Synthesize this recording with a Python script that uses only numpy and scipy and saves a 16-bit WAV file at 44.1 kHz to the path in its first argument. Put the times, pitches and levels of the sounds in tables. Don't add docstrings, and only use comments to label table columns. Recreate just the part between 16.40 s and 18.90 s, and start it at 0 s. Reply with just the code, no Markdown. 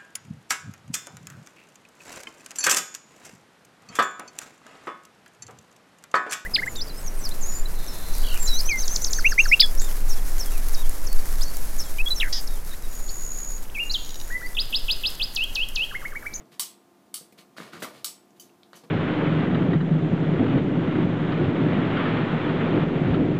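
import sys
import numpy as np
from scipy import signal
from scipy.fft import rfft, irfft
from scipy.io import wavfile

SR = 44100
rng = np.random.default_rng(int(sys.argv[2]) if len(sys.argv) > 2 else 0)


def master_out(mix):
    frames = np.transpose(np.atleast_2d(mix))
    ceiling = np.clip(frames, -1, 1)
    pcm = np.round(ceiling * 32767).astype(np.int16)
    wavfile.write(sys.argv[1], SR, pcm)


def magnitude_from_level(level_db):
    exponent = np.asarray(level_db, float) / 20
    return 10 ** exponent


N = 110250

# f/Hz, density/dB per Hz
AIR_SPECTRUM = [(35, -49), (60, -30), (178, -9), (347, -8), (551, -16.5), (711, -15.5), (2420, -28),
                (15000, -36)]
AIR_RMS_DB = -61
# f/Hz, rms/dB
HUM_LINES = [(199.2, -69.5), (269.2, -72.5), (349.9, -67), (398.4, -91), (672.9, -73), (726.7, -74),
             (753.7, -83), (882.9, -79), (1055, -77), (1200, -78), (1405, -85.5), (1491, -106.5)]
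HUM_WIDTH_HZ = 6

# f/Hz, t60/s
ROOM_T60 = [(150, 0.28), (600, 0.47), (1500, 0.17), (3000, 0.16), (6000, 0.24), (10000, 0.25),
            (15000, 0.24)]
ROOM_DB, ROOM_ONSET_S, ROOM_BUILD_S = -6, 0.00043, 0.0083
BASS_CUT_HZ = 145

# t/s, length/s, level/dB, thump/dB, brightness/dB per octave
SCRAPES = [(0.001, 0.034, -50.5, -8, -6.5), (0.112, 0.079, -56, -1, 0.5), (0.975, 0.065, -52.5, -35, 1),
           (1.163, 0.086, -42, -11, -2), (1.19, 0.16, -44.5, -14, -2), (1.317, 0.12, -43, -5.5, -2.5),
           (1.4194, 0.049, -40, -33, 3), (1.43, 0.13, -45.5, -22, -2), (0.922, 0.015, -69.5, -4, 6.5),
           (1.399, 0.028, -54, 15, 3.5), (1.527, 0.13, -52, -0.5, -0.4), (1.958, 0.049, -67.5, 3, 1.5),
           (2.332, 0.07, -52.5, -11, -2), (2.433, 0.033, -54, 4, -1.1)]
# t/s, peak/dB, thump/dB, click f/Hz, contact/s
KNOCKS = [(0.811, -63.5, 20, 1410, 0.0035), (.925, -60, 11, 2380, 0.0065),
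          (1.1667, -44.5, -15, 1330, 0.0025), (1.177, -45, -20, 4500, 0.0027),
          (1.1834, -31.5, -18, 1680, 0.00046), (1.2019, -37.5, -9, 1540, 0.00044),
          (1.2018, -37, -4, 424, 0.00055), (1.2063, -47, -21, 494, 0.0004),
          (1.223, -46.5, -20, 1260, 0.00089), (1.235, -44, -20, 1010, 0.00073),
          (1.196, -53, -20, 1610, .002), (1.218, -52, -20, 1690, .002), (1.333, -40, -17, 1400, .002),
          (1.340, -44.5, -7, 503, 0.0015), (1.3432, -46, -12, 1310, .002), (1.364, -47, -17, 1390, 0.0023),
          (1.354, -42.5, -15, 1470, 0.002), (1.406, -52, 3, 4000, 0.0034), (1.4218, -32, -20, 1570, 0.0018),
          (1.4266, -30, -20, 685, 0.0031), (1.424, -31, -32, 1860, 0.0037), (1.431, -34, -13, 1520, 0.0035),
          (1.433, -43, -27, 5800, 0.0031), (1.441, -38.5, -6, 396, 0.0026), (1.438, -40, -20, 1890, 0.0049),
          (1.449, -39, -20, 1600, 0.0033), (1.445, -35, -26, 1350, 0.0027),
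          (1.453, -36.5, -20, 1120, 0.0019), (1.58, -52.5, -20, 4530, .003),
          (1.907, -62, -14, 6900, 0.0033), (2.094, -59, -15.5, 2780, 0.0047),
          (2.233, -48, -39, 4080, 0.002), (2.3322, -38.5, -16, 1350, 0.00075),
          (2.3332, -49.5, -13, 4030, 0.0033), (2.437, -54.5, 7, 890, 0.0011), (2.448, -62, 3, 400, 0.0032),
          (2.465, -59, 6, 300, 0.0035), (0.987, -49.5, 4.5, 4500, 0.0062), (.056, -67, -20, 6100, 0.0018)]
# f/Hz, level/dB, t60/s
FLAP_MODES = [(645, -1.5, 0.036), (736, -1, 0.023), (1208, -4, 0.071), (1520, -9, 0.069),
              (1920, -3.5, 0.015), (2292, -11, 0.048), (2400, -31, 0.032)]
# f/Hz, level/dB, t60/s
PANEL_MODES = [(132, -23, 0.15), (208, 10.5, 0.02), (341, 4, 0.022), (460, -1.5, 0.05)]
# f/Hz, level/dB
GRIT_COLOUR = [(300, -24), (1000, -2.5), (2000, 0), (3200, -3), (4600, -5), (5600, -9.5), (9000, -12),
               (15000, -17.5)]
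STRIKE_SPREAD_DB, FLAP_TICK_DB = 1.5, 7
GRITS_PER_S, GRIT_SPREAD_DB, SCRAPE_RISE = 4000, 2, 0.15
KNOCK_Q, KNOCK_TICK_DB, KNOCK_FLAP_DB, KNOCK_CHATTER = 2.2, -13, -11, .45

# t/s, peak/dB, ring/dB, brightness/dB per octave, shimmer/dB
TOUCHES = [
    (1.998, -43.5, -3, 1.5, 4.5),
    (2.355, -48, -8, -2.5, 10.5),
    (2.37, -51.5, -7, -1.5, 4),
]
# f/Hz, width/Hz, level/dB
TOUCH_BANDS = [(3010, 110, -1.5), (4760, 340, -18), (6260, 490, 14), (8000, 900, -5), (10900, 980, 10),
               (14000, 1200, 9)]
# f/Hz, level/dB, t60/s
ARM_MODES = [(3040, 0, .08), (3090, -5, .11), (4727, -3, .14), (4660, -6, .14), (5884, -4, .13),
             (6050, -6, .1), (6342, -6, .13), (6955, -9, .13), (10820, -7, .1)]
# t/s, peak/dB, ring/dB, brightness/dB per octave, shimmer/dB
CLACKS = [
    (0.1962, -20, -14, 2, 2.2),
    (0.742, -25.5, -15.5, 2, -2),
    (1.645, -21.5, -14, 1.16, -0.5),
]
# f/Hz, width/Hz, level/dB in clacks 1, 2, 3
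SNAP_BANDS = [(1170, 300, -2, -3.5, -7), (2150, 350, -15, -16, -10.5), (3010, 220, -5.5, -2, -11.5),
              (3950, 500, 0.5, -2, 2), (4580, 210, -7, -7.5, -5.5), (5410, 450, -12, -5.5, 1),
              (6870, 480, -11, -6, -8), (7870, 360, -5, -5, -5.5), (9100, 650, -0.5, 1.5, -1.5),
              (10730, 450, -1.5, -0.5, -3), (12200, 600, -13, -12, -5), (15000, 770, -5, -2, -3)]
# f/Hz, t60/s, level/dB in clacks 1, 2, 3
STEEL_MODES = [(3082, 0.12, -4, -14, -12), (4080, 0.051, -6, -9, -6), (4562, 0.25, -0.5, -5.5, -10),
               (4650, 0.16, -7, -9, -11), (5500, 0.088, -8, -16, -9), (5440, .17, -9, -13, -8),
               (5495, .22, -5, -10, -3), (7120, 0.12, -10, -15, -3), (7860, 0.26, -4.5, -7, -6.5),
               (8118, 0.2, -10, -8, 0), (8290, 0.27, -4, -5, -12), (8800, 0.16, -8, -1, -8),
               (9450, .11, -9, -12, -6), (10630, 0.15, -10, -9, -3)]
# delay/s, level/dB
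REBOUNDS = [(.0013, -4), (.009, -9), (.016, -10), (.026, -12), (.036, -16)]
# f/Hz, level/dB
SHEET_COLOUR = [(800, -16.5), (1200, -21), (2000, -16), (3000, -11), (4500, -5.5), (6000, -3.5), (9000, -1),
                (15000, 3)]
# f/Hz, t60/s
SHEET_T60 = [(1000, 0.39), (3000, 0.38), (6000, 0.22), (10000, 0.12), (15000, 0.063)]
SHEET_BUILD_S, SHEET_CROWD = .007, 0.13
SNAP_S, SNAP_CHATTER, SNAP_HISS_DB, SNAP_LOW_HZ = .0022, .6, -20, 900

EDGE_HZ, EDGE_LEAK_DB = 15250, -46


def evened(x):
    return x / np.sqrt(np.mean(x ** 2) + 1e-20)


def unit(x):
    return x / np.linalg.norm(x)


def read(points, hz):
    f, value = np.transpose(points)
    return np.interp(np.log(hz + 1), np.log(f + 1), value)


def add(mix, s, sound):
    part = mix[max(round(s * SR), 0):][:len(sound)]
    part += sound[:len(part)]


def causal(gain_db):
    log_gain = np.log(magnitude_from_level(gain_db))
    return np.fft.ifft(np.exp(np.conj(signal.hilbert(log_gain)))).real[:512]


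def tilt(x, slope_db, pivot_hz):
    hz = abs(np.fft.fftfreq(1024, 1 / SR))
    octaves = np.log2(np.maximum(hz, 300) / pivot_hz)
    return signal.oaconvolve(x, causal(slope_db * octaves))[:len(x)]


def room_tone():
    hz = np.fft.rfftfreq(N, 1 / SR)
    z = rng.standard_normal((len(hz), 2))
    noise = irfft((z[:, 0] + 1j * z[:, 1]) * magnitude_from_level(read(AIR_SPECTRUM, hz)), N)
    tone = magnitude_from_level(AIR_RMS_DB) * evened(noise)
    t = np.arange(N) / SR
    slow = 1 / (1 + (hz / HUM_WIDTH_HZ) ** 4)
    for f, db in HUM_LINES:
        drift = evened(irfft(rfft(rng.standard_normal(N)) * slow, N))
        phase = 2 * np.pi * f * t + 0.57 * drift + 6 * rng.random()
        tone = tone + magnitude_from_level(db) * np.sqrt(2) * np.sin(phase)
    return tone


def room(x):
    taps = np.zeros(SR // 2)
    at = np.arange(0, len(taps) - 10, 10)
    taps[at + rng.integers(0, 10, len(at))] = rng.choice([-1., 1.], len(at))
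    hz, t, z = signal.stft(taps, SR, nperseg=256)
    decay = magnitude_from_level(-60 * t / read(ROOM_T60, hz)[:, None])
    tail = signal.istft(z * decay, SR, nperseg=256)[1]
    tail = tail * np.clip((np.arange(len(tail)) / SR - ROOM_ONSET_S) / ROOM_BUILD_S, 0, 1)
    return signal.fftconvolve(x, unit(tail))[:N]


def modes(table, spread_db):
    t = np.arange(0, .4, 1 / SR)
    luck = rng.standard_normal((len(table), 2))
    total = np.zeros(len(t))
    for (hz, db, t60), (a, b) in zip(table, luck):
        envelope = magnitude_from_level(db + spread_db * a - 60 * t / max(t60, .0003))
        total += envelope * np.sin(2 * np.pi * hz * (1 + .002 * b) * t)
    return total


def contact(length_s, chatter):
    t = np.arange(0, .06, 1 / SR)
    envelope = np.minimum(t / 0.0019, 1) * np.exp(-t / max(length_s, .0002))
    force = chatter * unit(rng.standard_normal(len(t)) * envelope) * np.sqrt(length_s / 0.00061)
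    force[30] += 1
    return unit(force)


def grit():
    return unit(causal(read(GRIT_COLOUR, abs(np.fft.fftfreq(1024, 1 / SR)))))


def plastic(force, thump_db, bright_db):
    body = unit(modes(FLAP_MODES, STRIKE_SPREAD_DB))
    body[:512] += magnitude_from_level(FLAP_TICK_DB) * grit()
    body = unit(body) + magnitude_from_level(thump_db) * unit(modes(PANEL_MODES, STRIKE_SPREAD_DB))
    return tilt(signal.oaconvolve(force, body), bright_db, 1180)


def scrape(s, length_s, level_db, thump_db, bright_db):
    u = np.arange(0, .3, 1 / SR) / length_s
    hit, size, sign = rng.random((len(u), 3)).T
    sizes = magnitude_from_level(-GRIT_SPREAD_DB * np.log(size + 0.0087))
    slips = (hit < GRITS_PER_S / SR) * sizes * np.sign(sign - .5)
    stroke = np.clip(np.minimum(u / SCRAPE_RISE, (1 - u) / (1 - SCRAPE_RISE)), 0, 1)
    return s, magnitude_from_level(level_db) * plastic(evened(slips) * stroke, thump_db, bright_db)


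def knock(s, peak_db, thump_db, hz, contact_s):
    click_t60 = 2.2 * KNOCK_Q * np.sqrt(min(hz / 1200, 2)) / hz
    click = modes([(hz, 0, click_t60)], 0)
    click = unit(signal.fftconvolve(click, click[:512])[:len(click)])
    click[:512] += magnitude_from_level(KNOCK_TICK_DB) * grit()
    body = click + magnitude_from_level(KNOCK_FLAP_DB) * unit(modes(FLAP_MODES, STRIKE_SPREAD_DB))
    body = body + magnitude_from_level(thump_db) * unit(modes(PANEL_MODES, STRIKE_SPREAD_DB))
    force = contact(contact_s, KNOCK_CHATTER)
    return s - .0009, magnitude_from_level(peak_db) * 10 * signal.oaconvolve(force, body)


def sheet():
    hz, t, z = signal.stft(rng.standard_normal(18000), SR, nperseg=512)
    t60 = read(SHEET_T60, hz) * np.exp(SHEET_CROWD * rng.uniform(-1.8, 1, len(hz)))
    gain_db = read(SHEET_COLOUR, hz)[:, None] - 60 * t / t60[:, None]
    wash = signal.istft(z * magnitude_from_level(gain_db), SR, nperseg=512)[1]
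    return wash / 3 * (1 - np.exp(-np.arange(len(wash)) / SR / SHEET_BUILD_S))


def swell(bands):
    t = np.arange(0, .4, 1 / SR)
    total = np.zeros(len(t))
    for k, (hz, width_hz, db) in enumerate(bands):
        rate = 5 * width_hz * t
        total += (-1) ** k * magnitude_from_level(db) * rate * np.exp(-rate) * np.sin(2 * np.pi * hz * t)
    return total


def clack(s, peak_db, ring_db, bright_db, sheet_db, bands, steel):
    snap = swell(bands)
    snap[0] += magnitude_from_level(SNAP_HISS_DB)
    force = np.pad(contact(SNAP_S, SNAP_CHATTER), (0, 3000))
    for delay_s, db in REBOUNDS:
        add(force, delay_s, magnitude_from_level(db) * contact(SNAP_S, SNAP_CHATTER))
    high_pass = signal.butter(2, SNAP_LOW_HZ, "high", fs=SR, output="sos")
    blow = signal.sosfilt(high_pass, signal.oaconvolve(force, snap))
    ring = modes(steel, 0)
    n = len(ring)
    ring = magnitude_from_level(ring_db) * ring / 3 * np.minimum(np.arange(n) / 80, 1)
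    sound = 4 * unit(blow)[:n] + ring + magnitude_from_level(sheet_db) * sheet()[:n]
    return s - .001, 2 * magnitude_from_level(peak_db) * tilt(sound, bright_db, 3060)


def scene():
    sounds = []
    for k, row in enumerate(CLACKS):
        bands = [(hz, width_hz, db[k]) for hz, width_hz, *db in SNAP_BANDS]
        steel = [(hz, db[k], t60) for hz, t60, *db in STEEL_MODES]
        sounds.append(clack(*row, bands, steel))
    sounds += [clack(*row, TOUCH_BANDS, ARM_MODES) for row in TOUCHES]
    sounds += [knock(*row) for row in KNOCKS]
    sounds += [scrape(*row) for row in SCRAPES]
    paths = np.zeros((3, N))
    for k, (s, sound) in enumerate(sounds):
        add(paths[k % 3], s, sound)
    blows = paths.sum(0) + magnitude_from_level(ROOM_DB) * sum(room(p) for p in paths)
    bass_cut = signal.butter(4, BASS_CUT_HZ, "high", fs=SR, output="sos")
    return (signal.sosfilt(bass_cut, blows) + room_tone())[None]


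def low_pass(x):
    return signal.sosfilt(signal.butter(12, 16530, fs=SR, output="sos"), x)


def record(dry):
    edge = signal.firwin(511, EDGE_HZ, window=("kaiser", 8), fs=SR)
    low = signal.oaconvolve(dry, edge[None], "same")
    return low_pass(low + magnitude_from_level(EDGE_LEAK_DB) * (dry - low))


dry = scene()
out = record(dry)
master_out(out)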